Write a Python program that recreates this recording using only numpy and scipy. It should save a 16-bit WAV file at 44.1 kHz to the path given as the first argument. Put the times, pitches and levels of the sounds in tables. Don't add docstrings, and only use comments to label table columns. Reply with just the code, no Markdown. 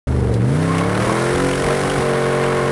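import sys
import numpy as np
from scipy import signal
from scipy.fft import rfft, irfft
from scipy.io import wavfile
from scipy.ndimage import uniform_filter1d

SR = 44100
rng = np.random.default_rng(int(sys.argv[2]) if len(sys.argv) > 2 else 0)


def bounce(signal):
    frames = np.transpose(np.atleast_2d(signal))
    limited = np.clip(frames, -1, 1)
    pcm = np.round(limited * 32767).astype(np.int16)
    wavfile.write(sys.argv[1], SR, pcm)


N = 119511
TIME = np.arange(N) / SR

# (time [s], cycle rate [Hz])
SPEED = [(0.07, 25.57), (0.17, 24.89), (0.27, 23.48), (0.39, 22.71), (0.46, 24.86), (0.6, 32.11),
         (0.66, 33.27), (0.76, 33), (1.01, 38.78), (1.17, 42.3), (1.32, 44.86), (1.62, 46.1), (1.79, 47.3),
         (1.98, 46.97), (2.15, 45.66), (2.48, 46.03), (2.6, 45.6), (2.71, 45.44)]
def crankshaft():
    rate, = in_time(SPEED)
    return rate, np.cumsum(rate) / SR


# (time [s], load [0-1], drone gain [dB])
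LOAD = [(0.07, 0.16, -3), (0.3, 0.24, -1.3), (0.42, 0.03, -3.1), (0.62, 0.14, -2), (0.9, 0.26, -0.7),
        (1.1, 0.1, -1.7), (1.3, 0.27, -1.2), (1.42, 1.0, 0.5), (1.58, 0.7, -0.3), (1.73, 0.33, 0.5),
        (1.92, 0.8, -0.6), (2.05, 0.29, -0.5), (2.7, 0.34, -0.7)]
# (pressure pulse [0-1], relative rasp at full load [dB])
CYLINDERS = [(0.62,-2),(0.57,1),(0.06,-4),(0.72,-6),(0.45,-8.5),(0.12,-6.5),(0.92,-4.5),(0.29,-4)]
# (order [multiple of cycle rate], light-load level [dB], full-load level [dB])
ORDERS = [(1,-57.5,-41),(2,-49,-39.5),(4,-37,-26.5),(5,-15,-44),(6,-40.5,-24.5),(7,-87,-27),(9,-31.5,-29.5),(10,-24.5,-42),(11,-35.5,-26.5),(12,-32.5,-79),(13,-26.5,-49.5),(14,-36,-55),(15,-41.5,-35.5),(16,-36,-53),(17,-36,-44.5),(19,-35,-61.5),(22,-41.5,-37.5),(23,-55,-45.5),(24,-45,-48)]
# (frequency [Hz], gain [dB])
PIPE = [(40.0, 10.5), (75.0, 2), (115.0, 2.9), (170.0, 2.25), (215.0, -9), (270.0, 1.5), (330.0, -2.5),
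        (400.0, -4), (460.0, 8), (540.0, -2), (600.0, 8.5), (680.0, 0.5), (800.0, 2.5)]
# (time [s], order 3 level [dB], order 8 level [dB])
BURBLE = [(.11,-19.5,-29),(.32,-23.5,-27),(.42,-40,-23),(.56,-25.5,-26),(.78,-26,-25),(.95,-23.5,-31),(1.1,-26.5,-28.5),(1.28,-24.5,-23.5),(1.6,-28,-27.5),(1.95,-28,-28),(2.15,-25,-25.5),(2.7,-26,-26)]
FIRING_OFFSET_CYCLES = .02
def drone(rate, cycles, gust):
    load, load_db = in_time(LOAD)
    pulse = np.array(CYLINDERS)[:, 0]
    place = FIRING_OFFSET_CYCLES + np.arange(len(pulse)) / len(pulse)
    levels = [(order, light + (full - light) * load + load_db + at_hz(PIPE, order * rate))
              for order, light, full in ORDERS]
    levels += zip((3, 8), in_time(BURBLE))
    flutter, flutter_hz = .053 + .3 * gust, 21
    out = 0
    for order, db in levels:
        phase = np.angle(np.sum(pulse * np.exp(-2j * np.pi * order * place)))
        angle = 2 * np.pi * order * cycles + phase
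        tone = (1 + flutter * drift(flutter_hz)) * np.cos(angle)
        tone += flutter * drift(flutter_hz) * np.sin(angle)
        out += from_db(db) * tone * np.sqrt(2 / (1 + 2 * flutter ** 2))
    return out


def firings(cycles, idle_unevenness=.27, scatter_db=1.52, decay_intervals=1.56):
    beat = (cycles - FIRING_OFFSET_CYCLES + 1) * len(CYLINDERS)
    number = beat.astype(int)
    unevenness = idle_unevenness + (1 - idle_unevenness) * in_time(LOAD)[0]
    cylinder_db = unevenness * np.array(CYLINDERS)[number % len(CYLINDERS), 1]
    strength = from_db(cylinder_db + scatter_db * rng.standard_normal(number[-1] + 1)[number])
    strength /= np.sqrt(uniform_filter1d(strength ** 2, size=4000))
    puffs = uniform_filter1d(strength * np.exp(-(beat % 1) / decay_intervals), size=16)
    onsets = np.flatnonzero(np.diff(number)) + 1
    return onsets, strength[onsets], rms_one(puffs)


# (time [s], base level [dB])
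RASP_LEVEL = [(.09,-39.5),(.43,-39),(.6,-32),(.76,-29.5),(.88,-30.5),(1.0,-27),(1.45,-27.5),(1.58,-29.5),(1.7,-25.5),(1.8,-28.5),(2.4,-27.5),(2.7,-28.5)]
# (frequency [Hz], relative density [dB])
RASP_SPECTRUM = [(350, -21.5), (550, -4.5), (750, -2.5), (1400, 0.5), (2150, -5), (2500, -11),
                 (3300, -13.5), (4500, -19.5), (8000, -41.5)]
# (frequency [Hz], bandwidth [Hz], gain [dB])
EXHAUST_MODES = [(786, 120, -3.5), (1115, 66, -6.5), (1340, 230, -2), (1800, 96, -1), (2117, 88, -7.5)]
def rasp(onsets, strength, puffs, jitter_s=.00006, bark_db=-7.5, turbulence_db=1.5):
    jitter = (jitter_s * SR * rng.standard_normal(len(onsets))).astype(int)
    impulses = np.zeros(N)
    impulses[np.clip(onsets + jitter, 0, N - 1)] = strength
    bark = sum((-1) ** k * from_db(db) * resonate(impulses, hz, width)
               for k, (hz, width, db) in enumerate(EXHAUST_MODES))
    bark = signal.sosfilt(signal.butter(2, 600, "high", fs=SR, output="sos"), bark)
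    turbulence = from_db(turbulence_db) * puffs * coloured(RASP_SPECTRUM)
    return envelope(RASP_LEVEL) * (from_db(bark_db) * rms_one(bark) + turbulence)


# (time [s], level [dB])
RING_LEVEL = [(.5,-49),(.63,-46),(.70,-27.5),(.86,-28),(.97,-38),(1.12,-27),(1.3,-42),(1.95,-35),(2.12,-32),(2.7,-31.5)]
# (time [s], level [dB])
BOOM_LEVEL = [(.07,-42),(.16,-30.5),(0.328,-21.5),(.42,-31),(.7,-48)]
def resonances(puffs, pulse_to_noise=1.6):
    def mode(hz, width_hz):
        drive = puffs * (pulse_to_noise + rng.standard_normal(N))
        return rms_one(resonate(resonate(drive, hz, width_hz), hz, width_hz))

    ring = envelope(RING_LEVEL) * mode(hz=1072, width_hz=106)
    boom = envelope(BOOM_LEVEL) * mode(hz=453, width_hz=92)
    overtone = from_db(-9) * envelope(RING_LEVEL) * mode(hz=2160, width_hz=180)
    return ring + boom + overtone


# (time [s], level [dB])
POP_LEVEL = [(.4,-62),(1.1,-44),(1.25,-45),(1.5,-39),(1.76,-38),(1.9,-38),(1.98,-41),(2.08,-51),(2.7,-49)]
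# (frequency [Hz], relative density [dB])
BURST_SPECTRUM = [(900,-4),(1600,1),(3100,2.5),(4200,-9),(5700,-8.5),(7500,-7.5),(10500,-20),(11800,-32)]
def pops(rate, cycles, offset_cycles=.14, decay_s=.0064, scatter_db=3):
    turn = cycles - offset_cycles + 1
    number = turn.astype(int)
    strength = from_db(scatter_db * rng.standard_normal(number[-1] + 1))[number]
    bursts = strength * np.exp(-(turn % 1) / rate / decay_s)
    return envelope(POP_LEVEL) * rms_one(bursts * coloured(BURST_SPECTRUM))


# (time [s], level [dB], pitch [Hz], relative spray level [dB])
CRACKS = [(0.34,-34,4170,-1),(0.782,-23,2620,-6),(1.4871,-22.5,2156,-9),(1.534,-29,3072,-10),(1.835,-34,2900,-24),(1.8986,-26,3086,-18),(2.438,-19.5,847,-20),(2.461,-31,2852,-7)]
def cracks(decay_s=.0083):
    out, spray = 0, coloured(HISS_SPECTRUM)
    for onset_s, db, hz, spray_db in CRACKS:
        decay = (TIME >= onset_s) * np.exp(-np.abs(TIME - onset_s) / decay_s)
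        ring = rms_one(resonate(coloured(BURST_SPECTRUM), hz, width_hz=340))
        out += from_db(db) * decay * (ring + from_db(spray_db) * spray)
    return out


# (time [s], half length [s], strength [relative])
GUSTS = [(1.056, 0.092, 0.8), (1.356, 0.03, 0.6), (1.646, 0.031, .7), (1.695, 0.03, 0.6),
         (1.861, 0.032, 0.84), (1.99, 0.03, 1.1)]
def gusts():
    return sum(strength * np.exp(-((TIME - peak_s) / half_s) ** 2) for peak_s, half_s, strength in GUSTS)


# (frequency [Hz], relative density [dB])
WIND_SPECTRUM = [(20,-12),(45,-5.5),(80,-3.5),(160,-3.5),(300,-5.5),(480,-5),(800,-7.5),(1600,-27.5)]
def wind(gust, steady_db=-31, gust_db=-25.5):
    return (from_db(steady_db) + from_db(gust_db) * gust) * coloured(WIND_SPECTRUM)


# (time [s], level [dB])
HISS_LEVEL = [(.09,-47),(.3,-47),(.41,-48.5),(.49,-42.5),(.6,-40),(.8,-38),(.86,-41),(1.05,-34.5),(1.5,-34.5),(1.98,-34.5),(2.06,-37.5),(2.7,-39)]
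# (frequency [Hz], relative density [dB])
HISS_SPECTRUM = [(2000, -2.5), (3800, -1.5), (5500, 0), (7000, -3), (8300, 0), (9900, 1.5), (10900, -3),
                 (11700, -26), (12600, -17), (15500, -30)]
def hiss(puffs, depth=.71):
    return envelope(HISS_LEVEL) * rms_one(coloured(HISS_SPECTRUM) * (1 - depth + depth * puffs))


def from_db(db):
    return 10 ** (np.asarray(db) / 20)


def rms_one(x):
    return x / np.sqrt(np.mean(x ** 2) + 1e-20)


def in_time(rows):
    times, *columns = np.transpose(rows)
    return [np.interp(TIME, times, column) for column in columns]


def envelope(levels):
    return from_db(in_time(levels)[0])


def at_hz(spectrum, hz):
    frequencies, db = np.transpose(spectrum)
    return np.interp(np.log(hz), np.log(frequencies), db)


def coloured(spectrum):
    hz = np.maximum(np.arange(N // 2 + 1) * SR / N, 1)
    skirts = np.minimum(hz / spectrum[0][0], 1) ** 2 * np.minimum(spectrum[-1][0] / hz, 1) ** 2
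    return rms_one(irfft(rfft(rng.standard_normal(N)) * from_db(at_hz(spectrum, hz)) * skirts, N))


def drift(hz):
    pole = np.exp(-2 * np.pi * hz / SR)
    return rms_one(signal.lfilter([1], [1, -2 * pole, pole * pole], rng.standard_normal(N + SR))[SR:])


def resonate(x, hz, width_hz):
    radius = np.exp(-np.pi * width_hz / SR)
    feedback = [1, -2 * radius * np.cos(2 * np.pi * hz / SR), radius ** 2]
    return signal.lfilter(np.array([1, 0, -1]) * (1 - radius ** 2) / 2, feedback, x)


def scene():
    rate, cycles = crankshaft()
    gust = gusts()
    onsets, strength, puffs = firings(cycles)
    ringing = resonances(puffs)
    engine = drone(rate, cycles, gust) + rasp(onsets, strength, puffs) + pops(rate, cycles) + ringing
    return (engine + hiss(puffs) + wind(gust) + cracks())[None]


START_S, RISE_S, STOPBAND_HZ = .07, .002, 16300
def record(dry):
    gate = np.clip((TIME - START_S) / RISE_S, 0, 1)
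    return signal.sosfilt(signal.cheby2(16, 60, STOPBAND_HZ, fs=SR, output="sos"), dry * gate)


dry = scene()
out = record(dry)
bounce(out)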